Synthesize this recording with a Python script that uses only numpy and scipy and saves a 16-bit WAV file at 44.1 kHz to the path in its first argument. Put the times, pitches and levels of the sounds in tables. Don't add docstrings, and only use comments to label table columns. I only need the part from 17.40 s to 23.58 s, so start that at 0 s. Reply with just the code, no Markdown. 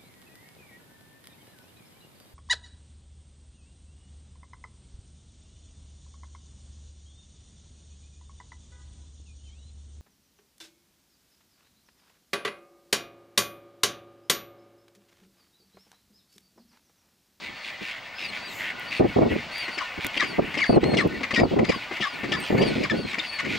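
import sys
import numpy as np
from scipy import signal
from scipy.fft import rfft, irfft, next_fast_len
from scipy.io import wavfile
from scipy.ndimage import uniform_filter1d, map_coordinates

SR = 44100
rng = np.random.default_rng(int(sys.argv[2]) if len(sys.argv) > 2 else 0)


def pcm_store(signal):
    levels = np.round(np.clip(np.atleast_2d(signal), -1, 1) * 32767)
    wavfile.write(sys.argv[1], SR, levels.astype(np.int16).T)


N = 272538

# start in seconds, length in seconds, level in dB.
HISSES = [(1.04, 0.26, -49.5), (4.96, 0.38, -56)]
# frequency in Hz, relative density in dB per Hz.
HISS_COLOUR = [(3000, -34), (7000, 8.5), (9500, -10), (11000, -5), (13000, 2), (15000, 0), (16000, -9)]
# start in seconds, length in seconds, level in dB.
GUSTS = [(.01, 0.093, -48), (0.408, 0.025, -39.5), (.8, 0.83, -51.5), (1.595, 0.035, -13),
         (1.642, 0.016, -16), (1.758, 0.11, -14), (1.9, 0.066, -24), (2.576, 0.0076, -26),
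         (2.646, 0.013, -26), (2.744, 0.26, -41.5), (2.98, 0.015, -15), (3.02, 0.027, -26),
         (3.063, 0.15, -41.5), (3.292, 0.013, -12), (3.323, 0.035, -15), (3.358, 0.03, -7),
         (3.429, 0.038, -14.5), (3.466, 0.15, -20.5), (3.635, .03, -15.5), (3.69, .125, -35),
         (3.974, 0.051, -18), (4.015, 0.037, -12), (4.107, 0.034, -20), (4.153, 0.079, -16.5),
         (4.288, 0.012, -15.5), (4.355, 0.01, -28), (4.718, 0.092, -43), (4.839, 0.19, -34.5),
         (5.098, 0.16, -17), (5.277, 0.043, -25), (5.349, 0.095, -26), (5.504, 0.092, -23.5),
         (5.643, 0.011, -25.5), (5.68, 0.072, -45.5), (6.026, 0.13, -31.5)]
# frequency in Hz, relative density in dB per Hz.
BUFFET_COLOUR = [(12, -51), (20, -25), (228, 1), (382, 1.5), (527, -3.5), (725, -8), (999, -17.5),
                 (1400, -25.5), (1820, -93), (3080, -120)]
# frequency in Hz, relative density in dB per Hz.
AIR_COLOUR = [(20, -23), (80, -1.5), (150, -1), (250, 0.5), (400, -9), (800, -20), (2000, -67)]
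# frequency in Hz, correlation from -1 to 1.
WIND_LIKENESS = [(30, 0.17), (80, 1), (160, 0.69), (300, -0.057), (600, -0.16)]
# frequency in Hz, correlation from -1 to 1.
LIKENESS = [(100, 0.66), (400, 1), (1000, 0.79), (2000, 0.92), (5000, 0.91), (8000, 0.88), (13000, .93)]
# time in seconds, din level in dB, shrillness level in dB.
CROWD = [(0.0, -43, -45.5), (0.79, -40.5, -49), (0.93, -39, -45), (1.53, -37.5, -47), (1.77, -37.5, -44.5),
         (2.38, -37, -45), (3.22, -36.5, -46.5), (3.37, -38, -47), (3.72, -39, -46.5), (4.22, -41, -47),
         (4.42, -37, -43.5), (4.8, -38, -46.5), (5.27, -34, -40), (5.54, -40, -45), (6.04, -38, -46),
         (6.18, -36.5, -34)]
# frequency in Hz, relative density in dB per Hz.
DIN_COLOUR = [(900, -18.5), (1450, -25.5), (1750, 0), (2100, 3), (2450, 2), (2800, 1.5), (3300, -12),
              (4500, -43), (7000, -30.5)]
# frequency in Hz, relative density in dB per Hz.
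SHRILL_COLOUR = [(2300, -32.5), (3400, 3.5), (4600, 3.5), (5500, -5), (7500, -14), (10000, -32),
                 (11800, -62), (15500, -53)]
# frequency in Hz, relative density in dB per Hz.
MURMUR_COLOUR = [(200, -11.5), (400, -9), (600, 4), (1000, 3.5), (1500, 0), (2500, -43), (5000, -67)]
# frequency in Hz, time to fall 60 dB in seconds.
CLIFF_DECAY = [(200, 0.15), (2000, 0.13), (6000, 0.2), (14000, 0.088)]
# start in seconds, length in seconds, throat resonance in Hz, level in dB.
BRAYS = [(.01, 0.06, 2600, -40), (.23, 0.072, 2460, -38), (.408, 0.11, 2580, -38), (0.475, 0.11, 2054, -40),
         (.777, 0.088, 2550, -35.5), (0.917, .06, 2330, -37), (1.18, 0.13, 2043, -34),
         (1.501, 0.09, 2530, -35), (1.93, 0.071, 2180, -40), (2.13, 0.12, 2320, -37),
         (2.598, 0.064, 2420, -34.5), (2.727, 0.052, 2220, -33), (4.386, 0.057, 2310, -41),
         (5.02, 0.064, 3000, -37), (5.247, 0.2, 2360, -37.5), (5.659, 0.075, 2376, -36),
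         (5.795, 0.082, 2490, -38), (6.085, 0.072, 2300, -32)]
# start in seconds, level in dB, level of the knock over the crack in dB.
TICKS = [(1.396, -24, -3), (2.182, -21, 0), (2.6464, -15, 16.5), (2.6665, -5.5, -8), (3.675, -23, -2),
         (5.003, -20, -8)]
# start in seconds, rise in seconds, fall in seconds,
# start pitch in Hz, top pitch in Hz, end pitch in Hz, level in dB.
PEEPS = [(.14, 0.047, 0.12, 4420, 4450, 4220, -54), (.74, 0.08, 0.028, 4920, 5200, 5100, -49.5),
         (0.834, .01, 0.061, 5170, 4850, 4020, -43.5), (1.0, 0.061, 0.046, 4380, 4720, 4100, -48.5),
         (1.03, 0.036, 0.075, 3830, 3980, 3670, -52), (1.45, .08, 0.084, 4450, 4570, 4150, -47.5),
         (2.11, 0.079, 0.083, 4280, 4700, 4120, -42.5), (2.3, 0.032, 0.046, 4330, 4580, 4370, -46),
         (2.76, 0.068, .12, 4190, 4930, 4170, -44), (3.205, 0.036, 0.091, 4400, 4680, 4080, -43),
         (3.265, 0.052, 0.049, 4560, 4620, 4070, -38.5), (3.415, .06, 0.15, 3760, 4300, 4110, -41.5),
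         (3.7, .04, 0.073, 4280, 4340, 4020, -57), (3.93, 0.087, 0.054, 4610, 4970, 3900, -41.5),
         (4.23, 0.094, .08, 4470, 5000, 4070, -46), (4.64, 0.051, 0.089, 4860, 4950, 3600, -51),
         (4.88, 0.077, 0.065, 4290, 4750, 4500, -47), (4.99, .005, 0.063, 8700, 8550, 8260, -50.5),
         (5.176, .06, 0.082, 4400, 4780, 3980, -38.5), (5.33, 0.026, .09, 4300, 4180, 4030, -53),
         (5.53, 0.078, .05, 4070, 4550, 4150, -46.5), (5.635, .04, .045, 4150, 4200, 3650, -43.5),
         (5.835, .015, 0.059, 4800, 4800, 4330, -45.5), (5.865, 0.073, 0.07, 4350, 4460, 4300, -40.5)]
# bark start in seconds, grunt level in dB, bark length in seconds,
# bark pitch in Hz, bark level in dB, cry delay in seconds, cry length in seconds, cry start pitch in Hz,
# cry end pitch in Hz, cry roughness from 0 to 1, cry level in dB, last note level in dB.
ADULT_CALLS = [(2.378, -29, 0.012, 2480, -26.5, 0.011, 0.02, 1640, 1470, 0.1, -33.5, -30.5),
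               (2.770, -24.5, 0.0092, 2970, -23.5, 0.028, .028, 2003, 1606, 0.4, -21, -54),
               (3.174, -20.5, 0.014, 2740, -27, .042, 0.032, 2313, 1617, 0.07, -22.5, -53),
               (3.57, -19, 0.022, 2850, -24, 0.014, 0.029, 2146, 1700, 0.46, -22, -36),
               (3.938, -18, 0.027, 2800, -25, .021, 0.037, 1924, 1820, .33, -21.5, -47),
               (4.287, -21.5, 0.026, 2496, -27, .029, .014, 1820, 1510, 0.74, -27.5, -35.5),
               (4.606, -21, 0.024, 2950, -28.5, .018, 0.034, 1852, 1590, 0.31, -25, -32.5),
               (4.919, -19.5, .011, 2960, -24.5, 0.0065, 0.033, 1776, 1726, 0.33, -26, -38.5),
               (5.214, -25, .022, 2870, -25.5, .024, 0.015, 1966, 1740, 1, -33, -50),
               (5.433, -24, 0.021, 2510, -29.5, 0.016, 0.013, 1767, 1380, 0.46, -30, -50),
               (5.497, -40, .004, 2530, -28, 0.00101, .021, 1820, 1697, .15, -23, -52),
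               (5.783, -26, .012, 2540, -27.5, 0.013, 0.0065, 3720, 3590, 0.18, -25, -48)]
# start in seconds, length in seconds, level in dB, grunt level in dB.
RASPS = [(1.52, 0.0098, -33.5, -38), (2.28, 0.0123, -32, -28.5), (2.826, 0.0223, -27, -23.5),
         (3.14, 0.0155, -30.5, -40), (3.19, 0.024, -27, -45), (3.253, .017, -31, -49),
         (3.436, 0.0063, -28, -34), (3.536, 0.013, -28, -35), (3.807, .008, -36, -23),
         (3.831, .023, -27.5, -27), (3.907, 0.019, -27, -29), (3.991, 0.018, -25, -27),
         (4.188, 0.0096, -29, -32), (4.243, .014, -28.5, -24), (4.51, .035, -36.5, -23),
         (4.566, .013, -33.5, -50), (4.831, 0.028, -33.5, -21), (5.178, .01, -27, -36),
         (5.731, 0.024, -30.5, -33), (5.987, .024, -28, -47), (6.048, 0.016, -30, -34)]
# frequency in Hz, gain in dB.
THROAT = [(300, -14), (800, -10), (1100, 8), (1500, -6.5), (2100, 2.5), (2600, -3), (3200, 1.5),
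          (4200, -2.5), (5000, -1), (6000, -6.5), (7500, -8.5), (10000, -18.5), (12000, -30), (15000, -38)]

GUST_ATTACK_S, GUST_RELEASE_S, GUST_LINGER = 0.0041, 0.0082, 0.047
CALM_DB, WAKE_DB, WAKE_S = -57, -14.5, 0.05
DIN_TRIM_DB, SHRILL_TRIM_DB = -1.5, -3
PEEP_RISE_BEND, PEEP_FALL_BEND = 1.6, 1.5
GRUNT_LEAD_S = 0.00576
BARK_SAG, BARK_ROUGH = .87, 0.637
SQUEAK_HZ, SQUEAK_END_HZ, SQUEAK_DB, SQUEAK_DELAY_S = 4980, 4450, -11, 0.0026
LAST_HZ, LAST_END_HZ, LAST_S, LAST_ROUGH = 1221, 1002, 0.021, 1
RASP_HZ, RASP_END_HZ, RASP_ROUGH = 2172, 2017, 0.85
DUCK_DB, DUCK_SLOPE, DUCK_HZ, DUCK_S, DUCK_LAG_S = -18.5, 0.45, 463, 0.021, 0.015
CEILING, TOP_HZ = .56, 15850


def amp(db):
    return 10 ** (np.asarray(db) / 20)


def unit(x):
    return x / np.sqrt(np.mean(x ** 2) + 1e-20)


def along(points, hz):
    f, v = np.transpose(points)
    return np.interp(np.log(hz + 1), np.log(f + 1), v)


def curves(rows):
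    s, *cols = np.transpose(rows)
    return [np.interp(np.arange(N) / SR, s, c) for c in cols]


def wobble(rate, size=N):
    knots = rng.standard_normal(int(size * rate / SR) + 4)
    return map_coordinates(knots, [np.arange(size) * rate / SR], mode="mirror")


def filtered(x, response):
    m = next_fast_len(N + 8192)
    return irfft(rfft(x, m) * response(np.fft.rfftfreq(m, 1 / SR)), m)[..., :N]


def coloured(x, spectrum):
    return filtered(x, lambda hz: amp(along(spectrum, hz)))


def spread(pair, likeness):
    def mid_side(hz):
        turn = np.arccos(np.clip(along(likeness, hz), -1, 1)) / 2
        return np.array([np.cos(turn), np.sin(turn)])

    mid, side = filtered(pair, mid_side)
    return unit(np.array([mid + side, mid - side]))


def panned(x, left_db):
    return x * amp([[left_db / 2], [-left_db / 2]])


def add(track, s, sound):
    part = track[max(round(s * SR), 0):][:len(sound)]
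    part += sound[:len(part)]


def gate(t, length, attack, release):
    return (1 - np.exp(-t / attack)) * np.exp(-np.maximum(t - length, 0) / release)


def squawk(length, start_hz, end_hz, rough, buzz_hz=450, buzz=1.78, jitter=0.086, lurch=.06,
           overtone_db=-13, fall_db=-5, rasp_db=-11, slip=0.79):
    t = np.arange(int((length + .015) * SR)) / SR
    glide = start_hz + (end_hz - start_hz) * np.minimum(t / length, 1) ** 1.554
    shake = jitter * rough * wobble(1400, len(t)) + lurch * rough * wobble(170, len(t))
    phase = 2 * np.pi * np.cumsum(glide * (1 + shake)) / SR
    slow = 2 * np.pi * np.cumsum(buzz_hz * (1 + 0.25 * rough * wobble(386, len(t)))) / SR
    flutter, waver = 5 * wobble(220, len(t)), slip * wobble(700, len(t))
    tone = np.sin(phase)
    for k in range(3):
        tone += amp(overtone_db + fall_db * k + flutter) * np.sin((k + 2) * phase + (k + 1) * waver)
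    rasp = amp(rasp_db) * rough * rng.standard_normal(len(t))
    beat = np.exp(rough * (buzz * np.cos(slow) + .4 * wobble(300, len(t))))
    return unit((tone + rasp) * beat) * gate(t, length, attack=0.00047, release=0.0032)


def cliff(x):
    hz, t, z = signal.stft(rng.standard_normal((2, SR // 2)), SR, nperseg=256)
    decay = amp(-60 * t / along(CLIFF_DECAY, hz)[:, None])
    tail = signal.istft(z * decay, SR, nperseg=256)[1]
    tail = np.pad(tail / np.linalg.norm(tail[0]), ((0, 0), (int(0.0058 * SR), 0)))
    return signal.fftconvolve(x[None], tail, axes=1)[:, :N]


def camera_noise():
    t = np.arange(N) / SR
    fizz = unit(coloured(rng.standard_normal(N), [(6000, -12), (11500, -10), (12800, 5), (15500, 9)]))
    whine = np.sin(2 * np.pi * 15625 * t + .6 * wobble(60))
    return amp(-84) * fizz + amp(-70) * whine


def hisses():
    t = np.arange(N) / SR
    hiss = unit(coloured(rng.standard_normal(N), HISS_COLOUR))
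    swell = np.zeros(N)
    for s, length, db in HISSES:
        swell += amp(db) * np.sin(np.pi * np.clip((t - s) / length, 0, 1)) ** 2
    return swell * hiss


def wind(lump_db=4.4, bright_db=-31):
    push = np.zeros(N)
    for s, length, db in GUSTS:
        t = np.arange(int((2 * length + .05) * SR)) / SR
        add(push, s, amp(db) * gate(t, length, GUST_ATTACK_S, GUST_RELEASE_S + GUST_LINGER * length))
    eddies = spread(coloured(rng.standard_normal((2, N)), BUFFET_COLOUR), WIND_LIKENESS)
    eddies = eddies / np.sqrt(np.abs(uniform_filter1d(np.mean(eddies ** 2, axis=0), size=450)) + 1e-6)
    dull = unit(filtered(eddies, lambda hz: 1 / (1 + (hz / 520) ** 4)))
    force = np.clip(np.log10(push / amp(bright_db) + 1e-6) * 1.53, 0, 1)
    lumps = unit(amp(lump_db * np.minimum(wobble(110), 1)))
    puffs = push * lumps * (force * eddies + (1 - force) * dull)
    air = spread(coloured(rng.standard_normal((2, N)), AIR_COLOUR), LIKENESS)
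    settle = 1 / (WAKE_S * SR)
    wake = signal.lfilter([settle], [1, settle - 1], push)
    breeze = amp(CALM_DB) + amp(WAKE_DB) * wake
    return puffs + breeze * unit(air * amp(2.95 * wobble(30)))


def chorus(count, centre_hz=2200):
    out = np.zeros(N)
    for k, (when, long, high, loud) in enumerate(rng.random((count, 4))):
        pitch = centre_hz * 2 ** (1.3 * (high - .5))
        note = squawk(.015 + .03 * long, pitch, .98 * pitch, rough=.35)
        add(out, (k + when) / count * N / SR, amp(-5 * loud) * note)
    return unit(out)


def colony(blur=2.37, murmur_db=-6):
    din_db, shrill_db = curves(CROWD)
    voices = unit(cliff(chorus(count=900))) + blur * rng.standard_normal((2, N))
    voices = spread(voices, LIKENESS)
    din = amp(din_db + DIN_TRIM_DB + 2.55 * wobble(23.93)) * unit(coloured(voices, DIN_COLOUR))
    shrill = amp(shrill_db + SHRILL_TRIM_DB + 1.26 * wobble(18)) * unit(coloured(voices, SHRILL_COLOUR))
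    murmur = amp(din_db + murmur_db) * unit(coloured(voices, MURMUR_COLOUR))
    return panned(din + shrill + murmur, left_db=1)


def brays(pulse_hz=105, width=0.18, upper=1.315, upper_db=-9):
    out = np.zeros(N)
    for s, length, throat_hz, db in BRAYS:
        t = np.arange(int((length + 0.065) * SR)) / SR
        pulses = np.exp(.5 * np.cos(2 * np.pi * pulse_hz * t + 1.5 * wobble(80, len(t))))
        hz = np.fft.rfftfreq(len(t), 1 / SR)

        def ring(f):
            damping = 1j * hz * width * 2 * f
            return (damping / (f * f - hz * hz + damping)) ** 2

        throat = ring(throat_hz) + amp(upper_db) * ring(upper * throat_hz)
        cry = irfft(rfft(pulses * rng.standard_normal(len(t))) * throat, len(t))
        pitch = throat_hz * (1 + 0.0567 * wobble(299.5, len(t)))
        tone = pulses * np.sin(2 * np.pi * np.cumsum(pitch) / SR)
        bray = unit(cry) + amp(-8.5) * unit(tone)
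        add(out, s, amp(db + 0.5) * bray * gate(t, length, attack=0.0092, release=0.01))
    return out


def ticks():
    out, t = np.zeros(N), np.arange(SR // 50) / SR
    for s, db, body_db in TICKS:
        crack = rng.standard_normal(len(t)) * gate(t, 0.00074, attack=0.00062, release=0.00094)
        knock = np.sin(2 * np.pi * 2100 * t) * amp(-60 * t / 0.0067)
        add(out, s, amp(db - 12.5) * crack + amp(db + body_db - 13.5) * knock)
    return out


def chicks(second_db=-21, quaver=0.0025, drift=0.0026, gain_db=4, shape=0.36, crescendo_db=3):
    out = np.zeros(N)
    for s, rise_s, fall_s, start_hz, top_hz, end_hz, level_db in PEEPS:
        t = np.arange(int((rise_s + fall_s) * SR)) / SR
        u = t / (rise_s + fall_s)
        before = np.maximum(rise_s - t, 0) / rise_s
        after = np.maximum(t - rise_s, 0) / fall_s
        climb = (top_hz - start_hz) * before ** PEEP_RISE_BEND
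        drop = (top_hz - end_hz) * after ** PEEP_FALL_BEND
        arch = top_hz - climb - drop
        unsteady = 1 + quaver * wobble(377, len(u)) + drift * wobble(35, len(u))
        phase = 2 * np.pi * np.cumsum(arch * unsteady) / SR
        swell = np.abs(np.sin(np.pi * u)) ** shape
        db = level_db + crescendo_db * (u - .5) + 3.1 * wobble(61, len(u))
        octave = amp(second_db + 3.4 * wobble(83, len(u))) * (4500 / arch) ** 6 * np.sin(2 * phase)
        add(out, s, amp(db + gain_db) * swell * (np.sin(phase) + octave))
    return out


def grunt(db):
    t = np.arange(SR // 20) / SR
    phase = 2 * np.pi * np.cumsum(280 * (1 + 0.213 * wobble(277, len(t)))) / SR
    tone = sum(amp(-4.5 * k) * np.sin((k + 1) * phase + rng.uniform(0, 2 * np.pi)) for k in range(4))
    return amp(db - 6) * tone * gate(t, 0.0058, attack=0.002, release=0.013)


def adult():
    voice, chest = np.zeros(N), np.zeros(N)
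    for (s, grunt_db, bark_s, bark_hz, bark_db, delay, cry_s,
         cry_hz, end_hz, rough, cry_db, last_db) in ADULT_CALLS:
        bark = squawk(bark_s, bark_hz, BARK_SAG * bark_hz, BARK_ROUGH)
        squeak = squawk(bark_s, SQUEAK_HZ, SQUEAK_END_HZ, BARK_ROUGH)
        cry = squawk(cry_s, cry_hz, end_hz, np.clip(rough, 0, 1))
        last = squawk(LAST_S, LAST_HZ, LAST_END_HZ, LAST_ROUGH)
        add(chest, s - GRUNT_LEAD_S, grunt(grunt_db))
        add(voice, s, amp(bark_db) * bark)
        add(voice, s + SQUEAK_DELAY_S, amp(bark_db + SQUEAK_DB) * squeak)
        add(voice, s + delay, amp(cry_db) * cry)
        add(voice, s + delay + cry_s, amp(last_db) * last)
    for s, length, db, grunt_db in RASPS:
        add(chest, s, grunt(grunt_db))
        add(voice, s, amp(db) * squawk(length, RASP_HZ, RASP_END_HZ, RASP_ROUGH))
    return amp(.5) * coloured(voice, THROAT) + chest


def scene():
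    near, young, far = adult(), chicks(), brays()
    birds = panned(near, left_db=5) + panned(young, left_db=6.5) + panned(far, left_db=0)
    echo = cliff(amp(-11) * near + amp(-20) * young + amp(-13) * far)
    return birds + echo + colony() + wind() + ticks() + hisses() + camera_noise()


def record(dry):
    def rumble_band(hz):
        lag = np.exp(-2j * np.pi * hz * DUCK_LAG_S)
        return lag / (1 + (hz / DUCK_HZ) ** 4)

    rumble = filtered(dry, rumble_band)
    power = np.abs(uniform_filter1d(np.mean(rumble ** 2, axis=0), size=int(DUCK_S * SR)))
    ducked = dry * (1 + power / amp(DUCK_DB) ** 2) ** -DUCK_SLOPE
    rounded = ducked / (1 + (ducked / CEILING) ** 4) ** .25
    return filtered(rounded, lambda hz: hz < TOP_HZ)


dry = scene()
out = record(dry)
pcm_store(out)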